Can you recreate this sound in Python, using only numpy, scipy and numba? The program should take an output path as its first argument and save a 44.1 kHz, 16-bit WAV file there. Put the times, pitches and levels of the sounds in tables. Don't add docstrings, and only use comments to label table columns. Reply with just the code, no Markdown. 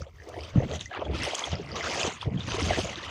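import sys
import numpy as np
from scipy import signal
from scipy.fft import rfft, irfft, next_fast_len
from scipy.io import wavfile
from scipy.ndimage import uniform_filter1d, map_coordinates
from numba import njit

SR = 44100
rng = np.random.default_rng(int(sys.argv[2]) if len(sys.argv) > 2 else 0)


def unload_audio(sound):
    columns = np.transpose(np.atleast_2d(sound))
    steps = np.round(np.clip(columns, -1, 1) * 32767)
    wavfile.write(sys.argv[1], SR, steps.astype(np.int16))


def boost_factor(decibels):
    exponent = np.asarray(decibels, float) / 20
    return 10 ** exponent


N = 136710

RISE = 0.088
ATTACK = 0.078


def unit(x):
    return x / np.sqrt(np.mean(x ** 2) + 1e-20)


def along(points, hz):
    f, v = np.transpose(points)
    return np.interp(np.log(hz + 1), np.log(f + 1), v)


def curves(rows):
    s, *cols = np.transpose(rows)
    time = np.arange(N) / SR
    return [np.interp(time, s, c) for c in cols]


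def wobble(rate):
    knots = rng.standard_normal(int(N / SR * 200) + 4)
    return map_coordinates(knots, [np.arange(N) * rate / SR])


def hiss(spectrum):
    m = next_fast_len(N + 8192)
    gain = boost_factor(along(spectrum, np.fft.rfftfreq(m, 1 / SR)))
    return unit(irfft(rfft(rng.standard_normal(N), m) * gain, m)[:N])


def patched(x, patchy_db):
    z = signal.stft(x, nperseg=256)[2]
    field = uniform_filter1d(rng.standard_normal(z.shape), size=3, axis=0)
    field = uniform_filter1d(field, size=14, axis=1)
    return unit(signal.istft(z * boost_factor(patchy_db * unit(field)), nperseg=256)[1][:N])


@njit
def ring(s, size, hz, cycles, rise, attack, n, sr):
    out = np.zeros(n)
    for k in range(len(s)):
        life, start = cycles[k] / hz[k] * sr, int(s[k] * sr)
        for i in range(min(int(life), n - start)):
            u = i / life
            envelope = np.exp(-6.9 * u) * (1 - np.exp(-u / attack)) ** 2
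            phase = 2 * np.pi * cycles[k] * u * (1 + rise * u)
            out[start + i] += size[k] * envelope * np.sin(phase)
    return out


def swarm(spectrum, count, cycles, spread_db, noise, patchy_db):
    when, pitch, luck, kind = rng.random((count, 4)).T
    lo, hi = spectrum[1][0], spectrum[-2][0]
    hz = lo * (hi / lo) ** pitch
    extra_db = spread_db * np.minimum(-np.log(1 - luck), 4.5)
    size = hz * boost_factor(along(spectrum, hz) + extra_db)
    size = size * np.sign(kind - 0.5)
    life_cycles = cycles * (0.77 + 0.74 * kind)
    bubbles = unit(ring(when * N / SR, size, hz, life_cycles, RISE, ATTACK, N, SR))
    return patched(np.sqrt(1 - noise) * bubbles + np.sqrt(noise) * hiss(spectrum), patchy_db)


def singles(rows):
    s, db, hz, cycles = np.transpose(rows)
    u = np.linspace(0, 1, 500)
    crest = np.max(boost_factor(-60 * u) * (1 - np.exp(-u / ATTACK)) ** 2)
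    return ring(s, boost_factor(db) / crest, hz, np.maximum(cycles, 1) * 2, RISE, ATTACK, N, SR)


# (time [s], coarse level before trim [dB], then over the coarse spray:
# medium [dB], fine [dB], finest droplets [dB], mist [dB])
SPRAY_LEVELS = [(0.0, -55.5, -1, -13, -19, -25), (0.02, -54.5, -3, 1, -24, -34),
                (0.05, -72.5, 3, 4, -13, -12), (0.08, -59, -25, -10, -20, -31), (0.1, -74, -1, -3, -13, -9),
                (0.45, -49, -5, -15, -16, -29), (0.53, -58, -6, -9, -26, -27),
                (0.71, -45.5, -19, -8.5, -34, -32), (0.74, -43.5, -12, -1, -29, -29),
                (0.79, -46, -27, -11.5, -22, -40), (0.81, -40, -11, -3.5, -23, -42),
                (0.88, -60, -7, -5, -19, -24), (0.97, -42, -23, -26, -36, -46),
                (1.03, -59.5, -5, -19, -26, -23), (1.05, -48, -22, -13, -34, -48),
                (1.1, -63, -12, -7, -24, -30), (1.11, -47, -25, -22, -29, -40),
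                (1.15, -39, -7, -13, -27, -39), (1.2, -41, -6, -16, -18, -38),
                (1.23, -31, -14, -19, -30, -44), (1.23, -38, -5.5, -15, -7, -34),
                (1.34, -37, -10, -13, -22.5, -35), (1.35, -31.5, -6, -6, -11, -36),
                (1.36, -44.5, -9, -10, -14, -32), (1.39, -39, -4, -7, -18, -33),
                (1.43, -43.5, -6, -6, -13, -39), (1.44, -37.5, -22, -13, -24, -51),
                (1.46, -43, -8, -6, -11, -36), (1.54, -41, -8, -17, -55, -41),
                (1.66, -58, -9, -10, -12, -30), (1.73, -51, 4, -19, -26, -37),
                (1.75, -57, 5, -14, -20, -23), (1.76, -38, -8, -11, -54, -35),
                (1.95, -36, -1, -6.5, -15, -34), (2.02, -32, -11, -2.5, -51, -49),
                (2.13, -42, -21, -1.5, -21, -38), (2.19, -51, -17, -15, -24, -37),
                (2.22, -40, -9, -16, -22, -40), (2.3, -67, -1, -9, -15, -29),
                (2.37, -53.5, -19, -13, -32, -40), (2.4, -41, -19, -11, -27, -36),
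                (2.41, -43, -14, -14.5, -39, -48), (2.49, -42.5, -4.5, -7.5, -21, -34),
                (2.51, -37, -8.5, -9.5, -23, -47), (2.68, -38.5, -5.5, -7.5, -17.5, -38),
                (2.71, -35, -10.5, -15, -18.5, -40), (2.85, -37.5, -5.5, -4.5, -21.5, -34),
                (2.94, -46, -11, -9, -27, -40), (3.06, -44, -6, -15, -25, -35),
                (3.1, -47, -18, -10, -33, -38)]
# (frequency [Hz], relative level per Hz [dB])
COARSE_COLOUR = [(1290, 2), (2200, 0), (3200, 2), (4600, -8), (5980, -53), (10100, -120)]
MEDIUM_COLOUR = [(2530, -30), (4300, -4), (4570, 2.5), (5030, 1), (5800, -0.5), (7540, -31), (12800, -120)]
FINE_COLOUR = [(3290, -33), (5600, -4), (6280, 5), (6540, 0.5), (8200, -25), (10700, -52), (18000, -120)]
FINEST_COLOUR = [(4650, -33), (7900, 12), (10300, 1.5), (11800, -40.5), (15300, -69), (22000, -120)]
# (frequency [Hz], relative level per Hz [dB])
MIST_COLOUR = [(6820, -43), (11600, -2), (12200, -3), (15100, 5), (15800, -13)]


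def spray(clumps):
    level_db, medium_db, fine_db, finest_db, mist_db = curves(SPRAY_LEVELS)
    coarse = swarm(COARSE_COLOUR, count=4000, cycles=15.5, spread_db=1.0, noise=0.36, patchy_db=1.04)
    medium = swarm(MEDIUM_COLOUR, count=3000, cycles=31, spread_db=4.0, noise=0.29, patchy_db=1.0)
    fine = swarm(FINE_COLOUR, count=4000, cycles=19.5, spread_db=2.0, noise=0.3, patchy_db=3.0)
    finest_gain = boost_factor(finest_db + 1.4 * wobble(60))
    finest = swarm(FINEST_COLOUR, count=8000, cycles=22, spread_db=3.4, noise=0.54, patchy_db=4.0)
    mist_gain = boost_factor(mist_db + 1.4 * wobble(70))
    mist = patched(hiss(MIST_COLOUR), patchy_db=3.0)
    snaps = swarm(FINE_COLOUR, count=1600, cycles=8.1, spread_db=4.0, noise=0, patchy_db=3.5)
    mix = coarse + boost_factor(medium_db) * medium + boost_factor(fine_db) * fine
    mix += finest_gain * finest + mist_gain * mist + boost_factor(fine_db - 11) * snaps
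    return boost_factor(level_db - 2.0 + 2.34 * clumps) * mix


# (time [s], large-bubble level before trim [dB], small bubbles over it [dB])
GURGLE_LEVELS = [(0.0, -57, 4), (0.09, -52.5, -15), (0.13, -77.5, 10), (0.3, -41.5, -13),
                 (0.33, -45.5, -4.5), (0.37, -36.5, -11), (0.52, -55.5, 4), (0.56, -38, -8.5),
                 (0.65, -38, -7), (0.66, -49.5, -9), (0.72, -31.5, -12), (0.85, -68, -10),
                 (0.93, -47.5, 7.5), (1.03, -31.5, -8.5), (1.04, -42.5, -12), (1.1, -35.5, -13),
                 (1.23, -42.5, 6), (1.28, -35, -2.5), (1.31, -41, -5.5), (1.34, -37, 2.5),
                 (1.36, -48.5, 10), (1.48, -37.5, -6), (1.51, -52, 5), (1.54, -38, -1), (1.58, -41, -6.5),
                 (1.61, -43.5, -12), (1.63, -50, 3), (1.8, -34.5, -6), (1.82, -42.5, 6),
                 (1.91, -30.5, -7.5), (1.94, -38, 7), (1.96, -29.5, -10), (1.99, -35.5, -3),
                 (2.05, -31.5, -1.5), (2.21, -66.5, 14), (2.23, -55, 18), (2.28, -30.5, -19.5),
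                 (2.3, -49.5, -3.5), (2.36, -46, -4), (2.43, -51.5, 7.5), (2.59, -37, 2.5),
                 (2.64, -43.5, 5), (2.69, -35.5, -2.5), (2.71, -27.5, -6), (2.75, -42, 5), (2.79, -31, -11),
                 (2.82, -46, 3), (2.85, -33, -9), (2.97, -50, 6.5), (3.1, -46, 3)]
# (frequency [Hz], relative level per Hz [dB])
LARGE_COLOUR = [(180, -19), (310, -1.5), (639, 1.5), (739, -1.5), (832, -8.5), (920, -9), (1200, -47.5),
                (2020, -120)]
SMALL_COLOUR = [(520, -25), (880, -1.5), (1260, -2.5), (1470, -9), (1660, -6.5), (1800, -7.5), (2030, -2),
                (2350, -10.5), (3060, -7), (5170, -120)]


def gurgle(clumps):
    level_db, small_db = curves(GURGLE_LEVELS)
    large = swarm(LARGE_COLOUR, count=1300, cycles=13.9, spread_db=2.5, noise=0.33, patchy_db=1.2)
    small = swarm(SMALL_COLOUR, count=2200, cycles=17.5, spread_db=0.0, noise=0.15, patchy_db=3.77)
    mix = boost_factor(1.07 * clumps) * large + boost_factor(small_db + 1.38 * clumps) * small
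    return boost_factor(level_db - 1.5) * mix


# (time [s], heave level before trim [dB], churn over it [dB])
SLOSH_LEVELS = [(0.0, -40, -12), (0.02, -29, -33), (0.12, -53, -12), (0.21, -38.5, -34), (0.23, -53, -1.5),
                (0.44, -32, -38), (0.47, -43.5, -16), (0.53, -37.5, -25), (0.55, -27, -13),
                (0.58, -19.5, -3), (0.63, -29, 0.5), (0.76, -29, -9.5), (0.82, -43, -1), (0.87, -38.5, -21),
                (0.95, -57.5, -10), (1.11, -21.5, -8), (1.23, -32.5, -5), (1.36, -65, -13),
                (1.45, -52, -12), (1.51, -31.5, -19), (1.54, -29, -5), (1.68, -36, -10), (2.01, -46.5, 4.5),
                (2.04, -29.5, -9.5), (2.11, -48.5, -3), (2.22, -44, -13), (2.28, -27, -10.5),
                (2.36, -34, 0.5), (2.39, -33.5, -5.5), (2.43, -35, -15), (2.48, -30.5, -2.5),
                (2.53, -23, -24), (2.59, -30.5, -2.5), (2.72, -24.5, -7.5), (2.75, -31.5, -8),
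                (3.1, -49, -7.5)]
# (frequency [Hz], relative level per Hz [dB])
HEAVE_COLOUR = [(18, -55.5), (30, -11.5), (80, 5.5), (140, -11.5), (180, -52), (310, -120)]
CHURN_TONE = [(76, -28), (130, 4.5), (172, -1), (247, -4), (330, -6.5), (430, -44), (730, -120)]


def slosh():
    level_db, churn_db = curves(SLOSH_LEVELS)
    heave_gain = boost_factor(0.9 * wobble(14))
    heave = swarm(HEAVE_COLOUR, count=250, cycles=19, spread_db=5.0, noise=0.61, patchy_db=2.0)
    churn_gain = boost_factor(churn_db + 1.66 * wobble(23))
    churn = swarm(CHURN_TONE, count=350, cycles=11.7, spread_db=5.0, noise=0.39, patchy_db=-1.5)
    return boost_factor(level_db - 0.56) * (heave_gain * heave + churn_gain * churn)


# (time [s], peak level [dB], pitch [Hz], cycles to fall 30 dB [count, under 1 plays as 1])
PLOP_HITS = [(0.005, -35, 513, 7.5), (0.065, -41, 520, 10.5), (0.27, -39.5, 315, 4.5),
             (0.284, -39.5, 464, 13), (0.342, -34.5, 636, 4.5), (0.364, -38, 658, 13),
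             (0.376, -30, 373, 5.5), (0.601, -23, 490, 7.5), (0.621, -25.5, 670, 6),
             (0.634, -24.5, 477, 3.5), (0.709, -27.5, 554, 10), (0.734, -26.5, 591, 5.5),
             (0.77, -36.5, 597, 7), (0.913, -33.5, 694, 14), (0.948, -34, 770, 6), (0.975, -25, 805, 3),
             (0.99, -26.5, 348, 4), (1.062, -31.5, 534, 4), (1.096, -23.5, 420, 4.5),
             (1.275, -23.5, 558, 6), (1.334, -21, 680, 3.5), (1.384, -31.5, 1030, 12),
             (1.418, -25, 690, 2.5), (1.529, -26, 545, 2.5), (1.594, -29, 394, 8.5), (1.794, -35, 654, 23),
             (2.047, -22.5, 392, 5), (2.077, -33.5, 453, 7), (2.228, -26, 960, 4.5), (2.258, -29, 484, 2),
             (2.542, -24.5, 363, 5.5), (2.58, -27.5, 434, 9.5), (2.707, -14, 637, 4.5),
             (2.775, -20, 356, -2), (2.845, -30, 570, 4), (2.973, -35, 320, 8)]
SLAP_HITS = [(0.015, -27, 91.5, 1.5), (0.557, -10, 172, 2.5), (0.567, -19, 162, 5), (0.58, -7.5, 124, 2),
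             (1.09, -26, 119, 3.5), (1.529, -18.5, 123, 2), (1.551, -26, 128, -4), (2.078, -21, 212, 1.5),
             (2.265, -16.5, 120, 3.5), (2.274, -31, 93, 2.5), (2.34, -20, 148, 4), (2.356, -18.5, 149, 4),
             (2.393, -21, 125, 1), (2.785, -19, 278, 2.5)]


def plops_and_slaps():
    return singles(np.vstack([PLOP_HITS, SLAP_HITS]))


# (time [s], peak level [dB], pitch [Hz], cycles to fall 30 dB [count, under 1 plays as 1])
DROP_HITS = [(0.0198, -35.5, 1324, 6.5), (0.0664, -49, 3160, 8), (0.184, -48, 1730, 12),
             (0.2004, -39.5, 1740, 10), (0.2209, -38.5, 1880, 5), (0.3407, -40.5, 1800, 9),
             (0.407, -38, 2870, 8), (0.435, -39, 2580, 14), (0.45, -41, 3000, 27),
             (0.7143, -24.5, 3340, 2.5), (0.7352, -36.5, 1910, 34), (0.7936, -32, 3650, 9),
             (0.81, -25.5, 3440, 9), (0.857, -33, 1913, 32), (0.9114, -34, 1600, 14),
             (0.9282, -33, 1600, 10), (0.947, -35, 2770, 24), (0.9692, -27, 1580, 7.5),
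             (1.052, -36.5, 3200, 23), (1.2196, -26.5, 2640, 19), (1.2905, -27, 2110, 16),
             (1.3094, -29, 3050, 18), (1.3478, -23.5, 3100, 11), (1.422, -29.5, 2040, 15),
             (1.4388, -22, 3260, 22), (1.5154, -50, 2250, 14), (1.7672, -29.5, 3680, 18),
             (1.8083, -24, 2000, 12), (2.0312, -21, 2540, 9), (2.2129, -27.5, 3300, 14),
             (2.375, -36.5, 3100, 22), (2.4057, -28, 3480, 17), (2.5193, -21, 2820, 4.5),
             (2.8147, -25, 2790, 9), (2.892, -32.5, 2680, 16), (2.9287, -32, 1920, 18),
             (2.9575, -23.5, 3480, 4.5), (3.037, -31.5, 1890, 26)]
TICK_HITS = [(0.0184, -36, 5260, 8), (0.2894, -33.5, 5700, 1.5), (0.2934, -33, 4800, 0.5),
             (0.408, -34, 4700, 11), (0.4354, -35, 4980, 8), (0.7402, -42, 6460, 4),
             (0.8093, -31.5, 6650, 13), (0.858, -30.5, 5770, 8), (0.8794, -46, 6610, 8),
             (1.2212, -33, 6140, 12), (1.2345, -23, 5130, 12), (1.25, -27, 5650, 7.5),
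             (1.2555, -32, 5030, 16), (1.3521, -14.5, 6430, 5), (1.3932, -23, 6500, 8),
             (1.456, -30.5, 6060, 8), (1.517, -26.5, 4800, 4), (1.5546, -29, 4880, 13),
             (1.6214, -44, 5530, 12), (1.662, -43, 4920, 8), (1.6891, -45, 5100, 17),
             (1.717, -31.5, 4640, 18), (1.7669, -35, 6100, 15), (2.0315, -21, 4840, 20),
             (2.2204, -32.5, 4360, 5), (2.629, -25, 5100, 8)]


def drops_and_ticks():
    return singles(np.vstack([DROP_HITS, TICK_HITS]))


# (frequency [Hz], time to fall 60 dB [s])
BANK_DECAY = [(300, 0.073), (3000, 0.078), (10000, 0.054)]


def bank(x):
    hz, t, z = signal.stft(rng.standard_normal(SR // 4), SR, nperseg=128)
    decay = boost_factor(-60 * t / along(BANK_DECAY, hz)[:, None])
    tail = signal.istft(z * decay, SR, nperseg=128)[1]
    return signal.fftconvolve(x, tail / np.linalg.norm(tail))[:N]


# (frequency [Hz], relative level per Hz [dB])
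AIR_COLOUR = [(18, -37), (30, -8), (93, 12), (198, -31), (581, -8), (1420, -45), (3030, -32), (6150, -24),
              (15800, -57)]


def air():
    return boost_factor(-82.5) * patched(hiss(AIR_COLOUR), patchy_db=3.5)


def scene():
    clumps = 0.43 * wobble(14) + 0.93 * wobble(50.02)
    water = spray(clumps) + gurgle(clumps) + slosh() + plops_and_slaps()
    bright = drops_and_ticks()
    scatter = boost_factor(-8.5) * bank(bright)
    return (water + bright + scatter + air())[None]


def roll_off(x):
    return signal.sosfilt(signal.butter(12, 16520, fs=SR, output="sos"), x)


def record(dry):
    low_cut_hz, top_hz = 69.4, 15850
    m = next_fast_len(N + 8192)
    hz = np.fft.rfftfreq(m, 1 / SR)
    low_cut = (1j * hz / (low_cut_hz + 1j * hz)) ** 2
    mix = irfft(rfft(dry, m) * low_cut * (hz < top_hz), m)[:, :N]
    return roll_off(mix)


dry = scene()
out = record(dry)
unload_audio(out)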